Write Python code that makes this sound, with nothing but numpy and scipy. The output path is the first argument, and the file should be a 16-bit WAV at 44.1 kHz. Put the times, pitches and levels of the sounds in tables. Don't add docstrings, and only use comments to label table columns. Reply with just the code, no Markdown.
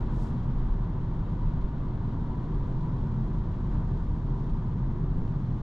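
import sys
import numpy as np
from scipy import signal
from scipy.fft import rfft, irfft
from scipy.io import wavfile
from scipy.ndimage import uniform_filter1d

SR = 44100
rng = np.random.default_rng(int(sys.argv[2]) if len(sys.argv) > 2 else 0)


def pcm_store(signal):
    levels = np.round(np.clip(np.atleast_2d(signal), -1, 1) * 32767)
    wavfile.write(sys.argv[1], SR, levels.astype(np.int16).T)


N = 247842
TIME_S = np.arange(N) / SR
FREQ_HZ = np.fft.rfftfreq(N, 1 / SR)

# f/Hz, relative density/dB
BOOM_SPECTRUM = [(3, -26), (6.5, -6), (12, -14), (24, -8), (31, 2.5), (39, 0), (47, -9), (56, -10),
                 (66, -18), (85, -32)]
# centre t/s, length/s, boom lift/dB
ROAD_HUMPS = [(0.083, 0.15, 6), (0.2, 0.11, 5.5), (.535, 0.19, 7), (0.723, 0.33, 8.5), (1.03, 0.091, 2),
              (1.19, 0.11, 4.5), (1.348, .1, 2.5), (1.476, 0.17, 8), (1.622, .13, 8), (1.85, 0.22, 2),
              (2.58, 0.16, 5.5), (2.76, 0.13, 4), (3.023, 0.12, 4.5), (3.252, .2, 2), (3.412, .1, 5),
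              (3.758, 0.22, 6), (3.962, 0.25, 4), (4.12, 0.16, 6), (4.313, 0.17, 4.5), (4.53, 0.11, 7.5),
              (4.88, 0.15, 6), (5.172, 0.33, 5.5)]
# f/Hz, relative density/dB
RUMBLE_SPECTRUM = [(58, -19), (74, -11.5), (88, -3.5), (106, -2), (118, .5), (128, 2.7), (140, -.5),
                   (152, -7), (182, -11), (215, -22)]
# t/s, level/dB
RUMBLE_ENVELOPE = [(0.0, -33.5), (0.3, -34), (0.48, -30.5), (0.7, -34.5), (0.9, -32.5), (1.2, -33.5),
                   (1.52, -30), (1.66, -37), (2.08, -33), (2.27, -36), (2.45, -34), (2.93, -32),
                   (3.3, -34.5), (3.75, -32.5), (4.1, -33.5), (4.4, -33), (4.78, -30.5), (4.92, -35.5),
                   (5.02, -33), (5.25, -32), (5.6, -33.5)]
# f/Hz, width/Hz, lift/dB
CABIN_MODES = [(84.9, 11, 3.5), (254.4, 5.9, 2.5), (366, 21, 3), (389.3, 39, 2.5)]
# f/Hz, relative density/dB
HUM_SPECTRUM = [(136, -12), (148, -1.5), (164, 0), (172, -3.5), (184, -12)]
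# t/s, level/dB
HUM_ENVELOPE = [(0, -40), (.28, -37.5), (.55, -44), (1.05, -38), (1.8, -40.5), (2.6, -38.5), (3.0, -39),
                (3.12, -36.5), (3.65, -38), (3.86, -36.5), (4.07, -44), (4.22, -35), (4.39, -48.5),
                (4.57, -35), (4.84, -48), (5.03, -32.5), (5.6, -41)]

# f/Hz, relative density/dB
RING_SPECTRUM = [(204, -16), (212, -5), (217, 0), (222, -7), (229, -14), (236, -6), (243, -18)]
# t/s, level/dB
RING_ENVELOPE = [(0, -46.5), (.33, -39), (.6, -45), (1, -50.5), (1.5, -44), (1.98, -49), (2.14, -41.5),
                 (2.4, -46), (2.95, -45.5), (3.13, -37.5), (3.35, -42.5), (3.48, -50.5), (3.72, -40),
                 (4.1, -50), (4.33, -41), (4.72, -45.5), (4.86, -41.5), (5.15, -47.5), (5.37, -41.5),
                 (5.6, -42.5)]
# f/Hz, relative density/dB
DRONE_SPECTRUM = [(150, -16), (183, .5), (202, -.7), (225, -3.7), (250, -2.5), (310, -4.2), (350, -9.3),
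                  (390, -9.3), (422, -17.8), (500, -23), (650, -35)]
# t/s, level/dB
DRONE_ENVELOPE = [(0.0, -40), (0.4, -41.5), (0.9, -42.5), (1.3, -41.5), (1.56, -42.5), (1.73, -41),
                  (2.1, -41.5), (2.4, -40.5), (2.75, -42), (3.0, -39.8), (3.5, -42.5), (3.75, -41),
                  (4.1, -42.5), (4.3, -41), (4.6, -43), (4.95, -40.5), (5.3, -41.5), (5.6, -43)]
# f/Hz, relative density/dB
ROAR_SPECTRUM = [(330, -11.5), (450, 2), (550, -1.5), (700, -2.5), (860, -2), (1000, -3), (1160, -2),
                 (1300, -9.5), (1600, -12), (2000, -17.5), (2600, -27.5)]
# f/Hz, width/Hz, lift/dB
ROAR_RESONANCES = [(1470, 41, 3.5), (1320, 50, 1.5)]
# t/s, roar lift/dB
COARSENESS = [(0.0, 2), (0.45, 0.5), (0.8, -0.36), (2.0, -.1), (2.7, 0.5), (3.4, -0.8), (3.75, 0.5),
              (4.15, -0.7), (5.6, -0.8)]
# f/Hz, relative density/dB
WHINE_SPECTRUM = [(868, -12), (905, -1), (935, -2.5), (965, -2.5), (1018, -4), (1045, -13.5)]
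# f/Hz, level re the spread/dB
WHINE_TONES = [(915, -8.3), (982, -8.8)]
# centre t/s, length/s, lift/dB
WHINE_SWELLS = [(.17, 0.12, 1), (0.68, .25, -2), (1.72, 0.3, -2), (2.323, 0.21, 2.5), (2.852, 0.18, 3.5),
                (4.225, .14, -3), (4.357, 0.1, 4), (5.07, 0.42, -3.5), (5.516, 0.33, -7.5)]

# multiple of crank rate, level/dB
ENGINE_ORDERS = [(1, -46.5), (2, -46), (3, -43)]

# f/Hz, relative density/dB
HISS_SPECTRUM = [(1900, -14), (2400, -4.3), (2800, -1.8), (3250, .9), (4100, -3), (4500, -6.3),
                 (4900, -8.5), (7100, -14), (8700, -26), (10500, -28), (11500, -39)]
# t/s, body gain/dB, treble gain/dB
HISS_ENVELOPE = [(0.08, -67, -68.5), (0.5, -68.5, -69), (0.9, -70, -71), (1.47, -68.5, -70),
                 (1.75, -69.5, -71.5), (2.65, -69, -69), (3.35, -70, -68.9), (3.7, -69, -69),
                 (4.05, -70.5, -69), (4.45, -70, -69.5), (5.05, -71.5, -71), (5.4, -70.5, -69.5)]
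# f/Hz, relative density/dB
SWISH_SPECTRUM = [(1600, -14), (3000, -2), (5000, 0), (7500, -3), (9200, -9), (11500, -12), (14500, -25)]
# t/s, level/dB
TICKS = [(0.139, -71.5), (0.162, -66.5)]
# f/Hz, relative density/dB
TICK_SPECTRUM = [(3000, -3), (5000, 0), (7500, -1), (9200, -12), (11500, -17)]

# f/Hz, coherence/(0-1)
STEREO_COHERENCE = [(30, .9996), (60, .9993), (140, .9996), (190, .996), (270, .97), (580, .87), (1230, .8),
                    (2620, .52), (5570, .67), (11800, .66)]
# f/Hz, left minus right/dB
STEREO_BALANCE = [(60, 0.0), (110, 0.0), (190, 0.0), (350, 0.5), (630, 2.0), (1130, 3.0), (2030, 2.5),
                  (3660, 3.0), (6580, 1.5), (11800, 2.0)]
# f/Hz, left lead/rad
STEREO_LEAD = [(220, 0), (600, -.1), (2150, -.8), (3100, -.7), (4480, .1), (7580, .2), (8350, 0)]


def body_boom(level_db=-33):
    boom = cabin_noise(band_db(BOOM_SPECTRUM), hold_s=.055)
    return boom * gain(level_db + arches_db(ROAD_HUMPS) + .35 * drift(rate_hz=3.8))


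def suspension_rumble():
    rumble = cabin_noise(band_db(RUMBLE_SPECTRUM) + resonances_db(CABIN_MODES), hold_s=.065)
    return rumble * gain(over_time(RUMBLE_ENVELOPE))


def cabin_hum():
    return cabin_noise(band_db(HUM_SPECTRUM), hold_s=.13) * gain(over_time(HUM_ENVELOPE))


def tyre_ring():
    return cabin_noise(band_db(RING_SPECTRUM), hold_s=.13) * gain(over_time(RING_ENVELOPE))


def tyre_drone():
    drone = cabin_noise(band_db(DRONE_SPECTRUM) + resonances_db(CABIN_MODES), hold_s=.11)
    return drone * gain(over_time(DRONE_ENVELOPE))


def tread_roar(level_db=-50):
    flutter_db = .44 * drift(rate_hz=25)
    roar = cabin_noise(band_db(ROAR_SPECTRUM) + resonances_db(ROAR_RESONANCES), hold_s=.27)
    return roar * gain(level_db + over_time(COARSENESS) + flutter_db)


def tread_whine(level_db=-56):
    whine = cabin_noise(band_db(WHINE_SPECTRUM), hold_s=.12)
    for tone_hz, tone_db in WHINE_TONES:
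        cycles = np.cumsum(tone_hz * (1 + .009 * drift(rate_hz=7))) / SR
        amplitude = np.sqrt(2) * gain(tone_db + 2.2 * drift(rate_hz=5.9))
        whine += amplitude * np.sin(2 * np.pi * cycles)
    surface_db = .44 * over_time(COARSENESS)
    return whine * gain(level_db + surface_db + arches_db(WHINE_SWELLS))


def engine_hum(crank_hz=42.71):
    turns = np.cumsum(crank_hz * (1 + .0089 * drift(rate_hz=2.9))) / SR
    hum = np.zeros(N)
    for order, level_db in ENGINE_ORDERS:
        amplitude = np.sqrt(2) * gain(level_db + 3.3 * drift(rate_hz=3.5))
        hum += amplitude * np.sin(2 * np.pi * (order * turns + rng.random()))
    return hum


def road_hiss(treble_hz=5200):
    flicker_db = .8 * drift(rate_hz=67)
    hiss = cabin_noise(band_db(HISS_SPECTRUM), hold_s=.22)
    treble = irfft(rfft(hiss) * np.clip(FREQ_HZ / treble_hz, 0, 1) ** 4, N)
    t_s, body_db, treble_db = np.transpose(HISS_ENVELOPE)
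    body = (hiss - treble) * gain(np.interp(TIME_S, t_s, body_db))
    treble *= gain(np.interp(TIME_S, t_s, treble_db))
    return (body + treble) * gain(flicker_db)


def swish(peak_s=.238, peak_db=-67.1, rise_s=.135, fall_s=.11):
    since_peak_s = TIME_S - peak_s
    distance = since_peak_s / np.where(since_peak_s < 0, rise_s, fall_s)
    level_db = peak_db - 18 * np.minimum(distance ** 2, 10)
    grain_db = 1.2 * drift(rate_hz=260)
    return cabin_noise(band_db(SWISH_SPECTRUM), hold_s=.04) * gain(level_db + grain_db)


def swish_ticks(decay_s=.004):
    envelope = np.zeros(N)
    for start_s, level_db in TICKS:
        envelope += (TIME_S >= start_s) * gain(level_db) * np.exp(-abs(TIME_S - start_s) / decay_s)
    return cabin_noise(band_db(TICK_SPECTRUM), hold_s=.04) * envelope


def cabin_noise(shape_db, hold_s):
    left, independent = rfft(rng.standard_normal((2, N)))
    coherence = np.clip(over_freq(STEREO_COHERENCE), 0, 1)
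    right = coherence * left + np.sqrt(1 - coherence ** 2) * independent
    right *= np.exp(-1j * over_freq(STEREO_LEAD))
    tilt = gain(over_freq(STEREO_BALANCE) / 2)
    pair = irfft(np.array([left * tilt, right / tilt]) * gain(shape_db), N)
    power = pair.mean(0) ** 2
    for _ in range(2):
        power = uniform_filter1d(power, int(hold_s * SR), mode="wrap")
    return pair / np.sqrt(abs(power) + 1e-20)


def band_db(spectrum, skirt_db_per_octave=48):
    in_band_hz = np.clip(FREQ_HZ + .15, spectrum[0][0], spectrum[-1][0])
    octaves_out = abs(np.log2((FREQ_HZ + .076) / in_band_hz))
    return over_freq(spectrum) - skirt_db_per_octave * octaves_out


def resonances_db(modes):
    return sum(db / (1 + (2 * (FREQ_HZ - hz) / width_hz) ** 2) for hz, width_hz, db in modes)


def arches_db(arches):
    return sum(db * np.cos(np.pi * np.clip((TIME_S - centre_s) / length_s, -.5, .5))
               for centre_s, length_s, db in arches)


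def drift(rate_hz):
    lowpass = np.exp(-(FREQ_HZ / rate_hz) ** 2) * (FREQ_HZ > 0)
    motion = irfft(rfft(rng.standard_normal(N)) * lowpass, N)
    return motion / np.sqrt(np.mean(motion ** 2) + 1e-20)


def over_freq(table):
    f_hz, value = np.transpose(table)
    return np.interp(np.log(FREQ_HZ + 1), np.log(f_hz + 1), value)


def over_time(table):
    return np.interp(TIME_S, *np.transpose(table))


def gain(db):
    return 10 ** (db / 20)


def scene():
    cabin = body_boom() + suspension_rumble() + cabin_hum()
    tyres = tyre_ring() + tyre_drone() + tread_roar() + tread_whine()
    return cabin + tyres + engine_hum() + road_hiss() + swish() + swish_ticks()


def record(dry):
    faded = dry * signal.windows.tukey(N, .002)
    taps = signal.firwin(255, 15000, window=("kaiser", 9), fs=SR)
    return signal.oaconvolve(faded, taps[None], "same", axes=1)


dry = scene()
out = record(dry)
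pcm_store(out)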